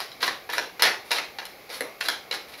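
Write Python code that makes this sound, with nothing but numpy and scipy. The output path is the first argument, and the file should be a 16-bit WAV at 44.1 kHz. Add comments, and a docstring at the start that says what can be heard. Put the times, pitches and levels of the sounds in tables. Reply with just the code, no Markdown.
"""In a small, lively room, a deck of cards is shuffled overhand, about three strokes a second.
In each stroke a packet of cards meets the deck; they rub past each other with a scratchy hiss
and drop into the other hand with a slap. Now and then the deck settles with a soft, low bump.
Near surfaces echo each rub and slap, the room rings on, and a faint steady hiss lies underneath."""
import sys
import numpy as np
from scipy import signal
from scipy.fft import rfft, irfft, next_fast_len
from scipy.io import wavfile

SR = 44100
rng = np.random.default_rng(int(sys.argv[2]) if len(sys.argv) > 2 else 0)


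def persist_wave(psi):
    """Save psi, clipped to +-1, as 16-bit WAV."""
    counts = np.round(np.clip(psi, -1, 1) * 32767).astype(np.int16)
    wavfile.write(sys.argv[1], SR, np.atleast_2d(counts).T)


N = 114660

# cards rubbing past each other: start_s, length_s, level_db, top_treble_db
RUBS = [(0, 0.034, -38, -3), (0.204, 0.0089, -40, -5), (0.2173, 0.06, -32.5, 1.5), (0.522, 0.035, -35, -1),
        (0.565, 0.012, -35, -4), (0.824, 0.046, -22.5, -8.5), (1.049, 0.063, -52.5, 5.5),
        (1.123, 0.044, -31, -1), (1.174, 0.0088, -33, -10), (1.692, 0.066, -41.5, -0.5),
        (1.723, 0.057, -43.5, 7), (1.767, 0.046, -65, 4), (2.005, .03, -42.5, 7), (2.037, 0.026, -35.5, 0),
        (2.098, .035, -44, -3), (2.323, 0.027, -33.5, -3), (2.483, 0.021, -49, 3.5),
        (2.519, 0.032, -47.5, 0), (2.577, .03, -47, 4)]
# how strong each pitch is in a rub: pitch_hz, level_db
RUB_COLOUR = [(60, -36.5), (200, -21.5), (450, 2.5), (1000, 1.5), (1900, 5), (2800, 2), (3500, 2.5),
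              (4100, 6), (4600, 2), (5400, 0.5), (6800, -10.5), (8300, -11.5), (10500, -3.5), (13500, -10),
              (15500, -20)]
# how strong each pitch is in the steady hiss: pitch_hz, level_db
HISS_COLOUR = [(15, -37), (25, -13), (289, -3.5), (457, 1.5), (666, -0.5), (804, 2), (945, -8), (1080, -2),
               (1380, -6.5), (1710, -9), (2230, -1), (2850, -12.5), (4620, -10.5), (8350, -26.5),
               (10600, -18), (13900, -15.5), (15500, -21.5)]
# packets landing: start_s, level_db, fade_s, bass_db, hollow_db, treble_db, top_treble_db,
# lower_ring_hz, upper_ring_hz (every fade here is the time to drop by 60 dB)
SLAPS = [(.0032, -29.5, 0.0046, 6, -7, 5, 6.5, 1800, 4860), (0.117, -40, .008, -19, -6, 1, -1, 3870, 5170),
         (0.2276, -18, 0.038, 4, -2, 2, -12, 1100, 1510),
         (0.2786, -21, 0.012, -4.5, -16, -5.5, -19, 1020, 1840),
         (0.4907, -29.5, 0.037, 8.5, -1, -7.5, -7, 850, 1735),
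         (.4985, -30.5, 0.041, -2, 0, 6, 5, 810, 1750), (0.5354, -26, 0.014, 0.5, -12, -6, 4, 1920, 3860),
         (.5812, -19.5, 0.014, 6, -1.5, 2, -1, 930, 1590), (0.7946, -25.5, 0.075, -3, 4, 1, -3, 870, 1510),
         (0.8217, -13, .016, -9, -13, 1.5, 6.5, 1730, 5200),
         (0.8309, -21.5, 0.0049, -10.5, -1, -10, 6, 1720, 2920),
         (0.8562, -27, .03, -8, 1, -13, 5, 840, 1470), (.869, -19, 0.053, -2.5, 10, -28, -23, 2020, 4100),
         (1.1069, -22, 0.088, -0.5, -6, 5, -2, 894, 2200),
         (1.1152, -19, 0.022, -8, 0, -1.5, 2.5, 2650, 3950),
         (1.184, -24, 0.021, 0.5, 2, 0.5, -4, 840, 2070),
         (1.3851, -29, 0.028, -1.5, 4.5, 1.5, -0.5, 845, 1640),
         (1.417, -37.5, 0.026, -2, -10, -11, -16, 840, 1750),
         (1.4531, -35.5, .009, -19, -6, 6, 14, 4080, 5270),
         (1.7015, -37.5, 0.004, 9.5, 0, 6, -9, 2300, 4830), (1.744, -38.5, .01, -2, -3, 20, 23, 2400, 4370),
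         (1.8075, -24, 0.0066, 5.5, 1, -5, 3, 485, 2210),
         (2.0092, -23.5, 0.027, -8, 6.5, 3.5, -3, 1590, 2150),
         (2.059, -31.5, .015, 15, -4, 8, 14, 4000, 4470),
         (2.0849, -18.5, 0.013, -1.5, -22, 2.5, 0.5, 1496, 3230),
         (2.3112, -23.5, 0.021, 4, 0.5, 3, -1.5, 2160, 3930),
         (2.537, -41.5, 0.027, 0, 4, -1, -8, 2270, 4050)]
# how strong each pitch is in a slap: pitch_hz, level_db
SLAP_COLOUR = [(60, -32.5), (170, -22), (300, -10), (480, -2.5), (900, -1), (1250, -3), (1750, 0.5),
               (2700, -1.5), (3500, -4.5), (4100, 1), (4550, -6.5), (5300, -6), (6800, -17), (8300, -22),
               (10500, -12.5), (13500, -19), (15500, -29.5)]
# the deck bumping in the cupped hand: start_s, pitch_hz, level_db
BUMPS = [(.968, 385, -34), (1.69, 480, -37), (1.762, 480, -40), (1.808, 270, -34), (1.836, 325, -37)]
# echoes off near surfaces: delay_s, level_db
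ECHOES = [(.0021, -17.5), (.0041, -15.5), (.0062, -7.5), (.0091, -7.5), (0.0116, -17), (0.0146, -6)]
# how long the room rings: pitch_hz, fade_s
ROOM_FADE = [(150, 0.24), (500, 0.29), (1500, 0.29), (4000, 0.33), (10000, 0.25), (15000, 0.18)]
# how strong each pitch is in the room's ring: pitch_hz, level_db
ROOM_COLOUR = [(150, 9), (500, 0), (2000, -0.5), (4200, -3.5), (6500, -0.5), (11000, -2)]


def gain(db):
    """Turn decibels into a number to multiply by."""
    return 10 ** (np.asarray(db) / 20)


def normalised(x):
    """Scale x to an average strength (rms) of 1."""
    return x / np.sqrt(np.mean(x ** 2) + 1e-20)


def curve_at(points, hz):
    """Read between the rows of a (pitch_hz, value) table, on a log pitch scale."""
    pitches, values = np.transpose(points)
    return np.interp(np.log(hz + 1), np.log(pitches + 1), values)


def coloured(x, db_at):
    """Make each pitch in x louder or softer by db_at(hz) decibels."""
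    size = 2 * next_fast_len(x.shape[-1])
    hz = np.fft.rfftfreq(size, 1 / SR)
    cepstrum = irfft(np.log(gain(db_at(hz)) + 1e-6))
    # fold it so that the filter never rings before the sound arrives
    cepstrum[1:size // 2] *= 2
    cepstrum[size // 2 + 1:] = 0
    return irfft(rfft(x, size) * np.exp(rfft(cepstrum)))[..., :x.shape[-1]]


def tone_db(hz, bass_db=0, treble_db=0, top_db=0):
    """Tone controls for one rub or slap; the middle pitches stay as they are."""
    return curve_at([(150, 0), (300, bass_db), (500, bass_db), (800, 0), (2200, 0),
                     (3400, treble_db), (6000, treble_db), (9500, top_db)], hz)


def in_room(rays, ring_db=-2, build_s=0.029, echo_cutoff_hz=9300):
    """Each ray (sound sent one way) rings the room; the first also arrives directly and as echoes."""
    hz, t, noise = signal.stft(rng.standard_normal((len(rays), SR // 2)), SR, nperseg=256)
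    fade = gain(-60 * t / curve_at(ROOM_FADE, hz)[:, None]) * (1 - np.exp(-t / build_s))
    colour = gain(curve_at(ROOM_COLOUR, hz))[:, None]
    responses = signal.istft(noise * fade * colour, SR, nperseg=256)[1]
    energy = np.sum(fade[hz < 5000] ** 2, axis=1).mean() * SR * t[1] * len(rays)
    responses *= gain(ring_db) / np.sqrt(energy)
    echoes = np.zeros(responses.shape[1])
    for delay_s, level_db in ECHOES:
        echoes[round(delay_s * SR)] += gain(level_db)
    responses[0] += signal.lfilter(*signal.butter(1, echo_cutoff_hz, fs=SR), echoes)
    responses[0, 0] += 1  # the direct sound
    return signal.fftconvolve(rays, responses, axes=1).sum(axis=0)


def add(track, start_s, x):
    """Mix x into the track from start_s on."""
    i = max(round(start_s * SR), 0)
    track[i:i + len(x)] += x[:max(N - i, 0)]


def card_rubs(ticks_per_s=980, tick_spread_db=4.5, hiss_over_ticks_db=1, rise_s=0.00067, fall_s=0.0088):
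    """Card faces rub with a hiss while their edges catch in tiny random ticks."""
    track, t = np.zeros(N), np.arange(SR // 6) / SR
    for start_s, length_s, level_db, top_db in RUBS:
        ticks = (rng.random(len(t)) < ticks_per_s / SR) * rng.choice([-1, 1], len(t))
        ticks = ticks * gain(tick_spread_db * rng.standard_normal(len(t)))
        friction = normalised(ticks) + gain(hiss_over_ticks_db) * rng.standard_normal(len(t))
        rub = coloured(friction, lambda hz: curve_at(RUB_COLOUR, hz) + tone_db(hz, top_db=top_db))
        stroke = (1 - np.exp(-t / rise_s)) * np.exp(-np.maximum(t - length_s, 0) / fall_s)
        add(track, start_s, in_room(gain(level_db) * stroke * normalised(rub)[None]))
    return track


def steady_hiss(level_db=-47.5):
    """The room and the microphone make a faint, even noise."""
    hiss = coloured(rng.standard_normal(N), lambda hz: curve_at(HISS_COLOUR, hz))
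    return gain(level_db) * normalised(hiss)


def packet_ring_db(hz, pitches_hz, hollow_db, peak_db=9.5, width_hz=111,
                   hollow_hz=2620, hollow_width_hz=230):
    """A packet rings at pitches set by its thickness and the grip; one band is hollowed or lifted."""
    peaks = sum(1 / (1 + ((hz - pitch_hz) / width_hz) ** 2) for pitch_hz in pitches_hz)
    return peak_db * peaks + hollow_db / (1 + ((hz - hollow_hz) / hollow_width_hz) ** 2)


def card_slaps(directions=3, rise_s=0.0009, away_ring_share=0.6):
    """Cards land almost together: a dying clatter rings the packet, differently in each direction."""
    track, t = np.zeros(N), np.arange(SR // 10) / SR
    for start_s, level_db, fade_s, bass_db, hollow_db, treble_db, top_db, *rings_hz in SLAPS:
        noise = rng.choice([-1, 1], (directions, len(t)))
        clatter = noise * gain(-60 * t / fade_s) * (1 - np.exp(-t / rise_s))
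        body_db = lambda hz: curve_at(SLAP_COLOUR, hz) + tone_db(hz, bass_db, treble_db, top_db)
        ring_db = lambda hz: packet_ring_db(hz, rings_hz, hollow_db)
        toward_mic = coloured(clatter[0], lambda hz: body_db(hz) + ring_db(hz))
        away = coloured(clatter[1:], lambda hz: body_db(hz) + away_ring_share * ring_db(hz))
        rays = np.vstack([toward_mic, away])
        # give each ray the energy of 6 ms of sound at strength 1
        rays /= np.sqrt(np.sum(rays ** 2, axis=1, keepdims=True) / (0.006 * SR))
        add(track, start_s, in_room(gain(level_db) * rays))
    return track


def deck_bumps(rise_s=0.005, fade_s=0.1):
    """The deck settles in the hand with a low, hollow knock."""
    track, t = np.zeros(N), np.arange(SR // 5) / SR
    for start_s, pitch_hz, level_db in BUMPS:
        loudness = gain(level_db - 60 * t / fade_s) * (1 - np.exp(-t / rise_s))
        add(track, start_s, loudness * np.sin(2 * np.pi * pitch_hz * t))
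    return track


def scene():
    """The shuffle over the quiet room, in one channel."""
    return (card_slaps() + card_rubs() + deck_bumps() + steady_hiss())[None]


def record(dry):
    """The microphone has a narrow dip in the treble and cuts off the very highest pitches."""
    dip_hz, width_hz, depth, cutoff_hz = 8250, 800, 0.93, 15750
    size = next_fast_len(N + SR // 2)
    hz = np.fft.rfftfreq(size, 1 / SR)
    dip = 1j * hz * width_hz / (dip_hz ** 2 - hz ** 2 + 1j * hz * width_hz)
    response = (1 - depth * dip) * (hz < cutoff_hz)
    return irfft(rfft(dry, size) * response, size)[:, :N]


dry = scene()
out = record(dry)
persist_wave(out)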